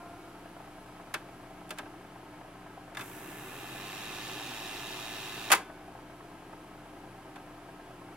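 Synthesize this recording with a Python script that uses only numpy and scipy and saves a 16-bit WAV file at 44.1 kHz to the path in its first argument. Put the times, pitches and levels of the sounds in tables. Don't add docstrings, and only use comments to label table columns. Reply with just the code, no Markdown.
import sys
import numpy as np
from scipy import signal
from scipy.fft import rfft, irfft
from scipy.io import wavfile
from scipy.ndimage import uniform_filter1d, map_coordinates

SR = 44100
rng = np.random.default_rng(int(sys.argv[2]) if len(sys.argv) > 2 else 0)


def dump_mix(stems):
    frames = np.atleast_2d(stems).T
    limited = np.clip(frames, -1, 1)
    pcm = np.round(limited * 32767).astype(np.int16)
    wavfile.write(sys.argv[1], SR, pcm)


N = 359856
TIME = np.arange(N) / SR
FREQS = np.maximum(np.arange(N // 2 + 1) * SR / N, 1)
SIDES = np.array([[1], [-1]])
ENGAGE_S, RELEASE_S = 2.97, 5.519
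MOTOR_HZ = 27.657


def from_db(db):
    return 10 ** (np.asarray(db) / 20)


def unit_rms(x):
    return x / np.sqrt(np.mean(x ** 2) + 1e-20)


def at_hz(points, hz):
    known_hz, values = np.transpose(points)
    return np.interp(np.log(hz), np.log(known_hz), values)


def drift(rate_hz):
    steps = rng.standard_normal(2048)
    curve = map_coordinates(steps, [TIME[::32] * rate_hz], order=3, mode="wrap")
    return unit_rms(curve).repeat(32)[:N]


def steady(x, window_samples):
    power = np.mean(x ** 2, axis=0)
    local_power = np.abs(uniform_filter1d(power, window_samples, mode="wrap"))
    return x * np.sqrt(power.mean() / (local_power + 1e-20))


def resonate(x, resonances):
    sections = []
    for hz, width_hz, lift_db in resonances:
        damping = np.pi * abs(width_hz) / SR
        tuning = -2 * np.cos(2 * np.pi * hz / SR)
        lifted = damping * from_db(lift_db)
        biquad = np.array([1 + lifted, tuning, 1 - lifted, 1 + damping, tuning, 1 - damping])
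        sections.append(biquad / (1 + damping))
    return unit_rms(signal.sosfilt(sections, x)) * np.sqrt(np.mean(x ** 2))


def blow_power(times_s, powers, t60_s, rise_s):
    total, age = np.zeros(N), TIME[:SR // 2]
    for start_s, power, ring_s in np.broadcast(times_s, powers, t60_s):
        shape = from_db(-60 * age / ring_s) * (1 - np.exp(-age / rise_s))
        span = total[max(round(start_s * SR), 0):][:len(age)]
        span += power * shape[:len(span)] ** 2
    return total


def case_highpass(x, lowest_mode_hz=205):
    return signal.sosfilt(signal.butter(4, lowest_mode_hz, "high", fs=SR, output="sos"), x)


# (frequency [Hz], coherence [0-1])
MIC_COHERENCE = [(40, 0.93), (130, 0.985), (370, 0.99), (600, 0.94), (1100, 0.87), (2200, 0.68),
                 (4000, 0.42), (9000, 0.4), (14000, 0.3)]
# (frequency [Hz], left minus right [dB])
MIC_BALANCE = [(300, 0.74), (1100, 1.6), (2200, 0), (4000, 0), (9000, -2.5), (14000, -1.7)]
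def stereo_noise(spectrum, ripple_db=2.2, ripple_step_hz=70, left_lag_samples=1.72):
    mid, side = rfft(rng.standard_normal((2, N)))
    coherence = np.clip(at_hz(MIC_COHERENCE, FREQS), 0, 1)
    pair = np.sqrt(1 + coherence) * mid + SIDES * np.sqrt(1 - coherence) * side
    pair[0] *= np.exp(-2j * np.pi * FREQS * left_lag_samples / SR)
    ripple = np.interp(FREQS / ripple_step_hz, np.arange(1024), rng.standard_normal(1024))
    ripple *= np.clip(FREQS / 7000, 0, 1) ** 2
    colour_db = at_hz(spectrum, FREQS) + ripple_db * ripple + SIDES * at_hz(MIC_BALANCE, FREQS) / 2
    return unit_rms(irfft(pair * from_db(colour_db), N))


# (frequency [Hz], relative density [dB])
HISS_SPECTRUM = [(1000, 7), (4000, 3), (6500, -2), (9000, 0), (10700, 0.5), (12000, -0.5), (13200, -2),
                 (14200, -6), (16000, -11)]
# (frequency [Hz], width [Hz], lift [dB])
HISS_PEAKS = [(7690, 30, 7), (8500, 270, 1), (9100, 170, -10), (9950, 240, 3), (10000, 200, -8),
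              (10460, 500, 3.5)]
# (time [s], level [dB])
HISS_LEVEL = [(0, -60.5), (1.5, -61.5), (2.2, -62.5), (8.16, -62)]
def hiss():
    level_db = np.interp(TIME, *np.transpose(HISS_LEVEL))
    return from_db(level_db) * resonate(stereo_noise(HISS_SPECTRUM), HISS_PEAKS)


# (frequency [Hz], rms level [dB], waver depth [ratio])
HUM_LINES = [(27.7, -63, 0.14), (120, -62.5, 0.14), (180, -62.3, 0.14), (300, -57.7, 0.18), (334, -66, 0.6),
             (382, -70, 0.7), (2236, -75, 0.5)]
def motor_hum():
    lines = 0
    for hz, db, waver in HUM_LINES:
        amplitude = np.sqrt(2) * from_db(db) * (1 + waver * drift(9))
        phase = 2 * np.pi * (hz * TIME + rng.random()) + waver * drift(6)
        lines += amplitude * np.sin(phase)
    return lines * from_db(SIDES * at_hz(MIC_BALANCE, MOTOR_HZ) / 2)


# (frequency [Hz], relative density [dB])
BEARING_SPECTRUM = [(20, -41), (50, -8.5), (130, -1.5), (210, -6), (350, -0.5), (470, -9.5), (800, -8),
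                    (1300, -10), (2000, -14), (3100, -16.5), (3800, -26), (6000, -30), (15000, -46)]
# (frequency [Hz], relative density [dB])
THUD_SPECTRUM = [(150, -43), (350, -13), (550, -5.5), (800, 1.5), (1300, -11), (1700, -8), (2400, -24),
                 (5000, -55), (12000, -64)]
# (time [s], level [dB])
KNOCKS = [(0.457, -46), (0.563, -41), (0.599, -37.5), (0.996, -39.5), (1.613, -46), (2.155, -41),
          (2.41, -37.5), (2.663, -46), (2.774, -38.5), (2.920, -41), (5.697, -37), (5.949, -37.5),
          (6.529, -39), (7.036, -46), (7.686, -46), (8.014, -44)]
# (frequency [Hz], width [Hz], lift [dB])
CHASSIS_PEAKS = [(254, 37, 3.5), (407, 29, 5), (516, 18.5, 7), (643, 16, 4.5), (684, 47, 7.5),
                 (750, 21, -8), (766.5, 18.5, 9.5), (890, 44, 5.5), (1042, 54, 4.5), (1294, 35, 8),
                 (1608, 30, 7), (1820, 33, -1)]
def drive(bearing_db=-51, bump_db=-46, swing_db=4.2, scatter_db=2, flywheel_hz=9.51, tight_s=0.0367):
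    turns_s = np.arange(0.0214, TIME[-1], 1 / MOTOR_HZ)
    belt_slip_turns = np.interp(turns_s, [ENGAGE_S, RELEASE_S], [0, 0.71])
    flywheel_turns = flywheel_hz * (turns_s - tight_s) - belt_slip_turns
    tightness = np.cos(2 * np.pi * flywheel_turns)
    bumps_db = bump_db + swing_db * tightness + scatter_db * rng.uniform(-0.3, 1, len(turns_s))
    times_s, levels_db = np.vstack([np.column_stack([turns_s, bumps_db]), KNOCKS]).T
    power = blow_power(times_s, from_db(levels_db) ** 2, t60_s=0.05, rise_s=0.0035)
    thuds = steady(stereo_noise(THUD_SPECTRUM), window_samples=220) * np.sqrt(power)
    bearing = from_db(bearing_db) * stereo_noise(BEARING_SPECTRUM)
    return resonate(bearing + thuds, CHASSIS_PEAKS)


# (frequency [Hz], relative density [dB])
WHIR_SPECTRUM = [(100, -20), (330, 0.5), (520, -13.5), (730, 0.5), (1400, -6), (2250, -7.5), (2700, -5),
                 (3600, -7), (4400, -11), (4900, -9), (5600, -12), (8500, -16.5), (11000, -19.5),
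                 (15500, -20)]
# (frequency [Hz], width [Hz], lift [dB])
SHELL_PEAKS = [(690, 50, 3), (772, 30, 3), (850, 60, 3), (1070, 25, 5), (1120, 50, -4), (1190, 30, 8),
               (1520, 25, 6), (1585, 50, -5), (1732, 34, 14), (1835, 40, 6), (1910, 70, -7), (2060, 50, 10),
               (2160, 110, -7), (2410, 60, 6.5), (2525, 70, 10), (2660, 40, 9), (2800, 80, 9),
               (3040, 60, -3), (3140, 55, 9), (3455, 65, 8), (3620, 80, -5), (3795, 95, 14.5),
               (4150, 90, 5), (4600, 90, 9), (4840, 140, -11), (5450, 110, 9), (5760, 120, 6),
               (6100, 80, 4), (6330, 100, -3), (6560, 130, 6), (6980, 100, 10.5), (7683, 60, 3),
               (8890, 130, 10.5)]
def reel_whir(rub, speed_ratio, full_db=-42, db_per_doubling=11.5, pan_db=-2, dull_hz=2600):
    coast_s, brake_db_per_s = 0.047, 480
    rasp = resonate(stereo_noise(WHIR_SPECTRUM) * unit_rms(rub), SHELL_PEAKS)
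    rasp = steady(rasp, window_samples=1200)
    dull = irfft(rfft(rasp) / np.sqrt(1 + (FREQS / dull_hz) ** 6), N)
    treble_share = speed_ratio ** 4.7
    brake_db = brake_db_per_s * np.maximum(TIME - RELEASE_S - coast_s, 0)
    level_db = full_db + db_per_doubling * np.log2(speed_ratio) - brake_db + SIDES * pan_db / 2
    return from_db(level_db) * (treble_share * rasp + (1 - treble_share) * dull)


# (frequency [Hz], relative density [dB])
TAPE_SPECTRUM = [(60, -34), (100, -4), (135, -1), (200, -3), (370, -1), (520, -8.5), (1500, -5),
                 (4500, -21), (7500, -14), (11000, -13.5), (13500, -12), (15500, -17)]
# (frequency [Hz], width [Hz], lift [dB])
TAPE_PEAKS = [(133.5, 8.5, 8.5), (274, 20, 3.5), (377.5, 8.7, 13), (9500, 400, -4), (10500, 400, 3.5),
              (11400, 400, 4.5), (13000, 500, 1)]
def running_tape(rub, level_db=-48, brake_db_per_s=270):
    brake_db = brake_db_per_s * np.maximum(TIME - RELEASE_S, 0)
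    noise = resonate(stereo_noise(TAPE_SPECTRUM), TAPE_PEAKS)
    return from_db(level_db - brake_db) * noise * unit_rms(np.sqrt(rub))


def rewind(catch_hz=43, full_hz=108.2, spin_up_s=1.35, clutch_s=0.017):
    held_s = TIME - ENGAGE_S
    spindle_hz = full_hz - (full_hz - catch_hz) * (1 - np.clip(held_s / spin_up_s, 0, 1)) ** 2
    angle = 2 * np.pi * np.cumsum(spindle_hz) / SR
    rub = 1 + sum(depth * np.cos(k * angle) for k, depth in [(1, .28), (2, .25), (4, .19), (6, .17)])
    clutch = np.clip(held_s / clutch_s, 1e-6, 1)
    return clutch * (reel_whir(rub, spindle_hz / full_hz) + running_tape(rub))


def struck(modes, start_s, rise_s=0.0018):
    age = np.maximum(TIME - start_s, 0)
    tones = sum(from_db(db - 60 * age / t60) * np.sin(2 * np.pi * hz * age) for hz, db, t60 in modes)
    return tones * (1 - np.exp(-age / rise_s))


# (frequency [Hz], relative level [dB], t60 [s])
BODY_MODES = [(220, -9, 0.12), (349, -3, 0.14), (410, -5, 0.096), (623, 0, 0.14)]
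# (time [s], level [dB])
BODY_BLOWS = [(1.143, -40.5), (1.709, -42), (1.788, -51), (5.504, -34), (5.521, -32)]
def body_thumps():
    return sum(from_db(db) * struck(BODY_MODES, start_s) for start_s, db in BODY_BLOWS)


# (frequency [Hz], relative level [dB], t60 [s])
LEVER_MODES = [(1140, -31, 0.081), (1690, -1, 0.037), (2050, -9, 0.037), (3580, -4, 0.024)]
# (time [s], level [dB])
LEVER_DROPS = [(2.97, -24.5), (2.995, -37)]
def lever():
    return sum(from_db(db) * struck(LEVER_MODES, start_s) for start_s, db in LEVER_DROPS)


# (frequency [Hz], level [dB], t60 [s])
STOP_SPRING_MODES = [(694, -48.5, 2.2), (1039, -51.5, 0.8), (1389, -55.5, 1.9)]
# (frequency [Hz], level [dB], t60 [s])
RETURN_MODES = [(778, -25, 0.12), (1050, -28, 0.07), (1297, -31, 0.17), (1610, -35, 0.21),
                (2030, -23, 0.08), (2592, -26, 0.1), (3280, -27, 0.07), (1039, -48, 0.5),
                (1502, -50.5, 1.6), (1733, -52, 0.7), (2239, -52, 0.6), (2375, -51.5, 0.6),
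                (3521, -56, 0.8)]
def springs():
    return struck(STOP_SPRING_MODES, 0) + struck(RETURN_MODES, RELEASE_S)


# (frequency [Hz], relative density [dB])
CASE_SPECTRUM = [(100, -50), (200, -11), (350, -6.5), (500, -5.5), (750, -4), (1300, 2), (2400, -0.5),
                 (3900, -6.5), (6500, -9.5), (11000, -6), (15500, -17)]
def case_octaves():
    spectrum, octaves = rfft(stereo_noise(CASE_SPECTRUM)), []
    for hz in 125 * 2. ** np.arange(8):
        weight = np.clip(1 - np.abs(np.log2(FREQS / hz)), 0, 1)
        band = irfft(spectrum * weight, N)
        octaves.append((hz, steady(band, window_samples=int(SR * (0.002 + 2 / hz)))))
    return octaves


def contacts(clicks, rebound_s=0.015):
    time_s, db, tilt, ring, lead_s = np.transpose(clicks)
    touch = [time_s - lead_s, db - 12, tilt - 3.5, ring]
    blow = [time_s, db, tilt, ring]
    rebound = [time_s + rebound_s, db - 23, tilt - 5, ring * 1.2]
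    return np.hstack([touch, blow, rebound])


# (frequency [Hz], t60 [s])
CASE_T60 = [(200, 0.062), (1000, 0.097), (3000, 0.077), (12000, 0.032)]
# (frequency [Hz], t60 [s])
ROOM_T60 = [(300, 0.47), (1500, 0.26), (5000, 0.28), (12000, 0.16)]
def strike_case(octaves, clicks, resonances, gain_db, rise_cycles, room_db=-22):
    times_s, db, tilt, ring = contacts(clicks)
    sound = 0
    for hz, band in octaves:
        power = from_db(db + gain_db + tilt * np.log2(hz / 2000)) ** 2
        direct = blow_power(times_s, power, ring * at_hz(CASE_T60, hz), rise_s=rise_cycles / hz)
        room = blow_power(times_s, power * from_db(room_db) ** 2, at_hz(ROOM_T60, hz), rise_s=0.006)
        sound += band * np.sqrt(direct + room)
    return resonate(case_highpass(sound), resonances)


# (time [s], relative level [dB], tilt [dB/oct], t60 [factor], touch lead [s])
CLICKS = [(1.1404, -26.5, -1, 0.85, 0.0017), (1.6922, -52, 3.5, 0.6, 0.001),
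          (1.7062, -34, 0.9, 0.73, 0.002), (1.7850, -35, 0, 0.7, 0.0096), (1.790, -40, -7, 0.9, 0.002),
          (1.857, -50.5, -9, 0.92, 0.002), (2.948, -43, -2, 1.1, 0.002),
          (2.9703, -36.5, -1.3, 0.98, 0.0015), (2.993, -39, -2.5, 0.99, 0.002),
          (3.009, -38.5, -1.3, 1.1, 0.002), (6.524, -56, -3, 1.2, 0.003), (7.3577, -46.5, -3, 1.2, 0.001)]
# (frequency [Hz], width [Hz], lift [dB])
BRACKET_PEAKS = [(340, 70, -5), (476, 60, -2), (620, 30, 5), (775, 31, 4.5), (910, 37, 2), (1016, 27, 4),
                 (1190, 50, 2), (1380, 35, 3), (1603, 53, 7), (1750, 45, 2.5), (2620, 82, 5.5),
                 (3530, 110, 7)]
# (time [s], relative level [dB], tilt [dB/oct], t60 [factor], touch lead [s])
SLAM = [(5.517, -13, 1.0, 0.97, 0.015), (5.522, -16.5, 3, 0.95, 0.016), (5.5288, -21, 3.5, 0.72, 0.003),
        (5.535, -13.5, -2.5, 0.44, 0.0045), (5.547, -32, 3, 1.5, 0.002)]
# (frequency [Hz], width [Hz], lift [dB])
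PANEL_PEAKS = [(240, 40, 2), (395, 70, 6), (520, 70, -5), (625, 45, 6), (778, 30, 12), (950, 60, 3),
               (1055, 40, 9), (1240, 45, 7), (1605, 60, 5), (2030, 60, 8), (2590, 45, 8), (3275, 45, 7),
               (4050, 300, -5), (4540, 80, 6), (6940, 50, 7), (10500, 45, 9)]
def slider():
    octaves = case_octaves()
    clicks = strike_case(octaves, CLICKS, BRACKET_PEAKS, gain_db=3.5, rise_cycles=2.6)
    slam = strike_case(octaves, SLAM, PANEL_PEAKS, gain_db=2, rise_cycles=1)
    return clicks + slam


def scene():
    ringing = case_highpass(body_thumps() + lever() + springs())
    return hiss() + motor_hum() + drive() + rewind() + ringing + slider()


def record(dry, ceiling=0.47, cutoff_hz=15850):
    rounded = ceiling * np.tanh(dry / ceiling)
    return signal.sosfilt(signal.ellip(12, .1, 80, cutoff_hz, fs=SR, output="sos"), rounded)


dry = scene()
out = record(dry)
dump_mix(out)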